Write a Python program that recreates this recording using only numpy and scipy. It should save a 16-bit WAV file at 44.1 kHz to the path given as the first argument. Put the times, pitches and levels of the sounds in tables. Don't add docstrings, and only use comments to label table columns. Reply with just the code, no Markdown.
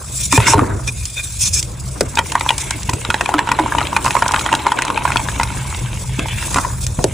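import sys
import numpy as np
from scipy import signal
from scipy.io import wavfile
from scipy.ndimage import uniform_filter1d

SR = 44100
rng = np.random.default_rng(int(sys.argv[2]) if len(sys.argv) > 2 else 0)


def put_to_file(sound):
    columns = np.atleast_2d(sound).T
    safe = np.clip(columns, -1, 1)
    whole_steps = np.round(safe * 32767)
    wavfile.write(sys.argv[1], SR, whole_steps.astype(np.int16))


N = 314430


def gain_of(db):
    return 10 ** (np.asarray(db) / 20)


def unit_rms(x):
    return x / np.sqrt(np.mean(x ** 2) + 1e-20)


def at_hz(points, hz):
    f, value = np.transpose(points)
    return np.interp(np.log(hz + 1), np.log(f + 1), value)


def level(rows, column=1):
    rows = np.array(rows)
    return gain_of(np.interp(np.arange(N) / SR, rows[:, 0], rows[:, column]))


def resonances(rows):
    hz = np.geomspace(600, 12000, num=400)
    peaks = sum(gain_of(db) / (1 + ((hz - f) / (width / 2)) ** 2) for f, width, db in rows)
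    return list(zip(hz, 20 * np.log10(peaks)))


def add(mix, start_s, sound):
    part = mix[..., max(round(start_s * SR), 0):][..., :sound.shape[-1]]
    part += sound[..., :part.shape[-1]]


def panned(sound, pan_db):
    return sound * gain_of([[pan_db / 2], [-pan_db / 2]])


# (frequency [Hz], left-right correlation)
STEREO_LIKENESS = [(60, 1), (300, 0.82), (700, -0.12), (2000, 1), (5000, 0.47), (8000, 1), (11000, -1.017),
                   (15000, -0.92)]


def noise(spectrum, size, patchy_db, flicker_db):
    hop = size // 2
    frames, hz = N // hop + 3, np.fft.rfftfreq(size, 1 / SR)
    a, b, c, d, patches = rng.standard_normal((frames, len(hz), 5), np.float32).T
    patches = unit_rms(uniform_filter1d(uniform_filter1d(patches, size=5, axis=0), size=6, axis=1))
    flicker = unit_rms(uniform_filter1d(rng.standard_normal(frames), size=2))
    width = np.sqrt((1 - np.clip(at_hz(STEREO_LIKENESS, hz), -1, 1)) / 2)[:, None]
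    mid, side = np.sqrt(1 - width ** 2) * (a + 1j * b), width * (c + 1j * d)
    bands = np.array([mid + side, mid - side])
    bands *= gain_of(at_hz(spectrum, hz)[:, None] + patchy_db * patches + flicker_db * flicker)
    return unit_rms(signal.istft(bands, window="cosine", nperseg=size, noverlap=hop)[1][:, :N])


# (time [s], level [dB])
ROOM_LEVEL = [(0, -34), (.3, -22), (1.03, -24.5), (1.1, -36), (1.5, -23), (2.3, -29.5), (2.9, -25.5),
              (3.3, -33.5), (3.8, -26), (4.45, -28.5), (4.8, -33.5), (5.1, -24.5), (6, -22), (7, -22.5)]
# (frequency [Hz], relative level [dB])
ROOM_SPECTRUM = [(15, -43), (25, -22), (41, -1.5), (65, 3.5), (97, -2.5), (132, 3.5), (152, -17), (183, -7),
                 (274, -31.5), (650, -30), (1100, -120)]


def room_rumble():
    return level(ROOM_LEVEL) * noise(ROOM_SPECTRUM, size=4096, patchy_db=1, flicker_db=0)


# (time [s], level [dB])
SLIDING = [(0.0, -33), (0.4, -23.5), (0.71, -35.5), (.84, -34), (1.45, -27), (1.7, -34.5), (1.93, -35),
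           (2.22, -34.5), (2.28, -27), (2.38, -35.5), (2.47, -30.5), (2.9, -31.5), (3.45, -36.5),
           (4.0, -30.5), (4.1, -25), (4.25, -33.5), (4.4, -29.5), (4.87, -36.5), (5.12, -29.5), (6.23, -33),
           (6.51, -25), (6.76, -32), (7.13, -33.5)]
# (start [s], end [s], hiss [dB], rasp [dB])
STROKES = [(0.144, 0.289, -24.5, -37.5), (0.3, 0.39, -20, -19.5), (0.446, 0.558, -21, -24.5),
           (0.865, 0.905, -23.5, -24.5), (0.87, 1.41, -46, -40), (1.154, 1.222, -64, -30.5),
           (1.381, 1.508, -16, -34), (1.516, 1.618, -17.5, -29), (2.57, 2.636, -26.5, -37),
           (6.535, 6.667, -36, -41), (6.803, 6.861, -28, -46)]
# (frequency [Hz], relative level [dB])
HISS_SPECTRUM = [(1500, -65), (2470, -11.5), (2930, -23.5), (3540, -12.5), (4150, -16.5), (5330, -12),
                 (7200, -8.5), (7700, -5.5), (8200, -9.5), (10200, -7), (11400, -10), (11800, -80),
                 (12300, -76), (15200, -3.5), (16300, -68)]
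# (frequency [Hz], width [Hz], relative level [dB])
RASP_PEAKS = [(2440, 110, -1), (3600, 130, -2), (1500, 2000, -18)]
# (frequency [Hz], width [Hz], relative level [dB])
SCRAPE_PEAKS = [(5330, 200, 0), (5900, 250, -5), (6300, 250, -6), (6800, 400, -5)]


def rubbing():
    hard_stroke_db = -22
    scrape = noise(resonances(SCRAPE_PEAKS), size=1024, patchy_db=2.5, flicker_db=2)
    rasp = noise(resonances(RASP_PEAKS), size=1024, patchy_db=3.5, flicker_db=3)
    hiss = noise(HISS_SPECTRUM, size=512, patchy_db=3, flicker_db=2.5)
    drive = np.zeros((3, N))
    for start, end, hiss_db, rasp_db in STROKES:
        scrape_db = hiss_db - 2 - 3 * max(hard_stroke_db - hiss_db, 0)
        swell = signal.windows.tukey(round((end - start) * SR), .7)
        add(drive, start, gain_of([[hiss_db], [rasp_db], [scrape_db]]) * swell)
    return (level(SLIDING) + drive[0]) * hiss + drive[1] * rasp + drive[2] * scrape


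LEAD_S = .005
# (frequency [Hz], relative level [dB], t60 [s])
HOLLOW_MODES = [(800, -11, .03), (955, 0, .07), (1130, -11, .03), (1430, -6, .022), (1900, -9, .012),
                (2540, -7, .011), (3100, -9, .009), (3800, -12, .008)]


def hollow_ring(draw, centre_hz, t):
    hz, db, t60 = np.transpose(HOLLOW_MODES)[:, :, None]
    detune, phase, spread = draw.reshape(3, -1, 1)
    tilt_db = 12 * np.log2(centre_hz / 1000) * np.log2(hz / 950)
    dull_db = 10 * np.maximum(np.log2(hz / (1.5 * centre_hz)), 0)
    after = np.maximum(t - LEAD_S, 0)
    decay = gain_of(db + tilt_db - dull_db + 4.42 * spread - 60 * after / t60)
    modes = decay * np.sin(2 * np.pi * hz * (1 + .055 * detune) * t + 2 * phase)
    swell = .18 * np.exp(-np.maximum(LEAD_S - t, 0) / .002)
    attack = np.exp(-np.maximum(LEAD_S + .0005 - t, 0) / .0004)
    smother = .04 + np.exp(-(after / .0045) ** 3)
    ring = modes.sum(0) * np.maximum(swell, attack) * smother * np.minimum(t / .00033, 1)
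    return ring / abs(ring).max()


# (time [s], crumbling level [dB], fist grit level [dB])
CRUSH = [(0, -37.5, -57), (.3, -54, -43), (.42, -36, -22), (.52, -24.5, -15.5), (.6, -25, -50),
         (.75, -30, -54), (1, -51.5, -48.5), (2.1, -38, -47.5), (2.45, -33.5, -33.5), (2.94, -43.5, -36),
         (3.3, -29, -36), (4.1, -28, -34), (4.96, -28, -33), (5.5, -32.5, -32), (6.05, -41.5, -39),
         (6.39, -43, -24), (6.6, -26.5, -50.5), (6.8, -40.5, -59), (7.13, -40, -37.5)]
# (frequency [Hz], relative level [dB])
POWDER_SPECTRUM = [(400, -55), (600, -14), (950, -2.5), (1500, -8.5), (2200, -18.5), (4000, -51)]


def crumbling():
    full_rate_per_s, full_grit_db, kinds = 500, -36, 10
    busy = np.clip(level(CRUSH, column=2) / gain_of(full_grit_db), .02, 1)
    sizes = gain_of(4.6 * np.minimum(rng.exponential(1, N), 4))
    breaks = sizes * (rng.random(N) < full_rate_per_s * busy / SR)
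    kind = rng.integers(0, kinds, N)
    grains, t = np.zeros((2, N)), np.arange(1500) / SR
    for k, draw in enumerate(rng.standard_normal((kinds, 3 * len(HOLLOW_MODES) + 2))):
        ring = hollow_ring(draw[2:], 1150 * 2 ** (.65 * draw[0]), t)
        grains += panned(signal.oaconvolve(breaks * (kind == k), ring)[:N], pan_db=2.7 * draw[1])
    powder = noise(POWDER_SPECTRUM, size=512, patchy_db=2.5, flicker_db=3.5)
    return level(CRUSH) * (.85 * np.sqrt(busy) * unit_rms(grains) + (1 - .45 * busy) * powder)


# (frequency [Hz], width [Hz], relative level [dB])
FIST_PEAKS = [(1590, 220, -3), (2200, 220, 0), (2720, 260, -3), (3400, 400, -7), (2300, 2500, -10)]


def fist_grit():
    grains_per_s = 200
    grit = noise(resonances(FIST_PEAKS), size=1024, patchy_db=3.5, flicker_db=3.5)
    grains = rng.exponential(1, N) ** 2 * (rng.random(N) < grains_per_s / SR)
    crunch = unit_rms(signal.oaconvolve(grains, np.exp(-np.arange(400) / 70))[:N])
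    return level(CRUSH, column=2) * grit * (.8 + .2 * crunch)


# (frequency [Hz], relative level [dB])
DRONE_SPECTRUM = [(120, -8), (200, -3.5), (310, 0), (450, -4.5), (700, -5), (1200, -61)]


def basin_drone():
    t = np.arange(SR) / SR
    shake = gain_of(-29) * (level(CRUSH) / gain_of(-27)) ** .85
    for start, db, _, t60 in KNOCKS:
        puff = gain_of(db - 13 - 60 * t / (t60 + .24))
        add(shake, start, puff * (1 - np.exp(-t / .000056)))
    return shake * noise(DRONE_SPECTRUM, size=1024, patchy_db=2.5, flicker_db=3.5)


# (time [s], level [dB])
TICKS = [(0.324, -4), (0.476, -6.5), (0.876, -13), (1.054, -10.5), (1.6273, -10.5), (2.0081, -3.5),
         (2.154, -13.5), (2.1886, -17), (2.319, -10.5), (2.396, -17), (2.5804, -10), (2.707, -8),
         (2.831, -18), (2.895, -9.5), (2.935, -14), (4.044, -12), (4.055, -11), (4.28, -8.5),
         (4.319, -11.5), (4.55, -12.5), (4.8205, -11), (4.85, -13.5), (5.432, -9.5), (6.543, -9),
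         (6.8658, -10), (7.041, -5)]
# (frequency [Hz], relative level [dB])
TICK_SPECTRUM = [(1200, -13), (3000, -4), (8000, 1.5), (10500, -2), (12000, -12), (16000, -11)]
TICK_T60_S = .022


def ticks():
    bursts, t = np.zeros(N), np.arange(2600) / SR
    attack = 1 - np.exp(-(t / .0004) ** 2)
    for start, db in TICKS:
        add(bursts, start, attack * gain_of(db - 60 * t / TICK_T60_S))
    return bursts * noise(TICK_SPECTRUM, size=256, patchy_db=1.5, flicker_db=0)


# (time [s], relative level [dB], centre [Hz])
SNAPS = [(0.3272, -0.5, 1180), (0.3778, 1, 1130), (0.403, -3.5, 1460), (0.4725, -9.5, 1330),
         (0.4817, -1.5, 1310), (0.535, 2, 1100), (0.541, 0.5, 1010), (0.5807, -9, 1250), (0.592, -3.5, 845),
         (0.631, -14, 795), (2.012, -10, 1770), (2.1729, -3.5, 1640), (2.185, -6, 1480), (2.19, 5, 1300),
         (2.3213, -13.5, 1530), (2.3538, 1.5, 1010), (2.4095, -2.5, 1560), (2.462, -9.5, 1080),
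         (2.4911, 1.5, 1950), (2.5055, -1.5, 1460), (2.7096, -8.5, 1310), (2.8927, -6, 1230),
         (2.933, -12.5, 1740), (3.05, -9, 2080), (3.103, 0.5, 1750), (3.143, -2.5, 1400), (3.21, 1, 1400),
         (3.2592, -7, 1920), (3.2906, -4.5, 850), (3.3403, 2.5, 980), (3.383, -4.5, 1110),
         (3.391, -2, 1600), (3.4734, -10, 1130), (3.49, -5.5, 1160), (3.517, 3.5, 1350),
         (3.5891, -2.5, 830), (3.5956, -5, 820), (3.6607, -9.5, 880), (3.681, -15, 900),
         (3.7221, -6.5, 950), (3.75, -5.5, 1070), (3.7843, -1.5, 1450), (3.807, -9, 1510),
         (3.814, -7.5, 1090), (3.87, -11, 1980), (3.9296, -10.5, 970), (3.965, 2, 1480), (3.969, -5, 1390),
         (4.048, -9, 1000), (4.062, -2, 950), (4.0705, -10, 1200), (4.0791, -8.5, 1100),
         (4.1073, -5.5, 1680), (4.152, -1, 1210), (4.167, -2.5, 1060), (4.2226, 1, 950), (4.2618, -6, 970),
         (4.2904, -8, 875), (4.31, -7.5, 950), (4.3378, -4, 1170), (4.343, -2, 1260), (4.3615, -3.5, 1550),
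         (4.374, -15, 1000), (4.394, -7, 2580), (4.4108, -17, 1150), (4.462, -5.5, 1220),
         (4.49, -9.5, 1040), (4.517, -12, 950), (4.528, 1.5, 1440), (4.539, -5.5, 1440),
         (4.551, -6.5, 1830), (4.597, -17, 1010), (4.622, -27, 950), (4.66, -13.5, 1010), (4.6669, 2, 1010),
         (4.682, -20, 950), (4.7193, 1, 1180), (4.7885, -3, 1400), (4.8216, -6.5, 1350), (4.851, -13, 1080),
         (4.8809, -9, 1440), (4.902, -6, 1150), (4.976, -5.5, 1290), (5.0527, -1.5, 1080),
         (5.078, -9.5, 1110), (5.104, -10, 1130), (5.12, -8.5, 1740), (5.159, -3, 1090), (5.17, -5, 3200),
         (5.195, -13, 1030), (5.2866, -10.5, 1440), (5.3985, -4, 1100), (5.4114, -8, 1120),
         (5.432, -7.5, 1240), (5.475, -19, 2300), (5.503, -17, 1200), (5.726, -17.5, 1110),
         (5.747, -16.5, 2140), (5.931, -23, 2110), (6.1935, -6, 1740), (6.258, -17.5, 1100),
         (6.285, -18.5, 1710), (6.426, -14.5, 1480), (6.545, -13, 1480), (6.56, -4, 1040),
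         (6.5678, -8, 1310), (6.5729, -6, 1020), (6.585, -2, 1090), (6.6486, -8, 1020), (6.9903, -16, 910),
         (7.0413, -10.5, 1580)]


def snaps():
    step_spread_s, flutter_depth = .011, .3
    rings, spray, t = np.zeros((2, N)), np.zeros(N), np.arange(2600) / SR
    draws = rng.standard_normal((len(SNAPS), 3 * len(HOLLOW_MODES) + 1))
    side_breaks = rng.random((len(SNAPS), 2, 2))
    lowpass = signal.butter(4, 1500, fs=SR, output="sos")
    flutters = unit_rms(signal.sosfilt(lowpass, rng.standard_normal((len(SNAPS), len(t)))))
    for (start, db, centre_hz), draw, (place, size), flutter in zip(SNAPS, draws, side_breaks, flutters):
        ring = gain_of(min(db, 4) + 2) * hollow_ring(draw[1:], centre_hz, t)
        ring = panned(ring * (1 + flutter_depth * flutter), pan_db=2.5 * draw[0])
        spray_db = db - 19 + 5 * np.log2(centre_hz / 1000)
        splinters = gain_of(spray_db - 60 * t / TICK_T60_S)
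        for late_s, share in [(0, 1), *zip(step_spread_s * (place - .3), .25 * size)]:
            add(rings, start + late_s - LEAD_S, share * ring)
            add(spray, start + late_s, share * splinters)
    return rings + spray * noise(TICK_SPECTRUM, size=256, patchy_db=1.5, flicker_db=0)


# (time [s], relative level [dB], pitch [Hz], t60 [s])
KNOCKS = [(0.335, -17, 277, 0.1), (0.376, -12, 426, 0.06), (0.382, -6, 113, 0.17), (0.54, -10, 420, 0.09),
          (0.551, -11, 98, 0.12), (0.578, -15, 290, 0.12), (0.615, -16, 108, 0.25),
          (2.009, -5.5, 290, 0.028), (2.887, -16, 112, 0.041), (2.933, -16, 99, 0.07),
          (3.089, -14, 93, 0.027), (3.343, -18.5, 297, 0.14), (3.6, -19, 316, 0.14),
          (6.189, -8, 191, 0.014), (6.555, -13, 98, 0.031), (6.987, -12, 135, 0.03),
          (7.043, -5, 250, 0.024)]


def knocks():
    blows, t = np.zeros(N), np.arange(9000) / SR
    attack = 1 - np.exp(-t / .00089)
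    for start, db, hz, t60 in KNOCKS:
        is_slap = hz > 220 and t60 < .032
        sag_s = .005 if is_slap else .00064
        cycles = hz * (t + sag_s * (1 - np.exp(-t / .0034)))
        add(blows, start, attack * gain_of(db + 8 - 60 * t / t60) * np.sin(2 * np.pi * cycles))
    return blows


def echoes(blows):
    t, t60 = np.arange(9000) / SR, .085
    taps = rng.choice([-1., 1.], (2, len(t))) * (rng.random((2, len(t))) < .05)
    taps *= gain_of(-60 * t / t60) * (t > .002)
    taps = signal.sosfilt(signal.butter(2, 1800, fs=SR, output="sos"), taps)
    taps = taps + .8 * taps[::-1]
    return signal.fftconvolve(blows, taps / np.linalg.norm(taps[0]), axes=1)[:, :N]


# (frequency [Hz], relative level [dB])
FLOOR_SPECTRUM = [(30, -21), (64, -12), (95, 0), (125, 1.5), (150, -28), (250, -19), (420, -11), (700, -60)]


def floor_boom():
    deep_hz, t60_stretch = 125, 5.7
    shudder, t = np.zeros(N), np.arange(SR) / SR
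    attack = 1 - np.exp(-t / .03)
    for start, db, hz, t60 in KNOCKS:
        if hz < deep_hz:
            add(shudder, start, attack * gain_of(db - 11 - 60 * t / (t60_stretch * t60)))
    return shudder * noise(FLOOR_SPECTRUM, size=4096, patchy_db=5.5, flicker_db=-4.5)


def scene():
    blows = snaps() + ticks() + knocks()
    hands = blows + gain_of(-16) * echoes(blows) + crumbling() + rubbing() + fist_grit()
    return hands + room_rumble() + floor_boom() + basin_drone()


def record(dry):
    threshold_db, duck_db_per_db, recovery_db_per_s = -6, .3, 60
    capsule = signal.sosfilt(signal.butter(2, 34, "high", fs=SR, output="sos"), dry)
    power_db = 10 * np.log10(abs(uniform_filter1d((capsule ** 2).mean(0), size=88)) + 1e-12)
    fall_db = np.arange(N) / SR * recovery_db_per_s
    held_db = np.maximum.accumulate(power_db + fall_db) - fall_db
    over_db = uniform_filter1d(np.maximum(held_db - threshold_db, 0), size=88)
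    ducked = np.clip(capsule / gain_of(duck_db_per_db * over_db), -.97, .97)
    band_limit = signal.firwin(511, 16200, window=("kaiser", 9), fs=SR)
    return np.clip(signal.oaconvolve(ducked, band_limit[None], "same"), -1, 1)


dry = scene()
out = record(dry)
put_to_file(out)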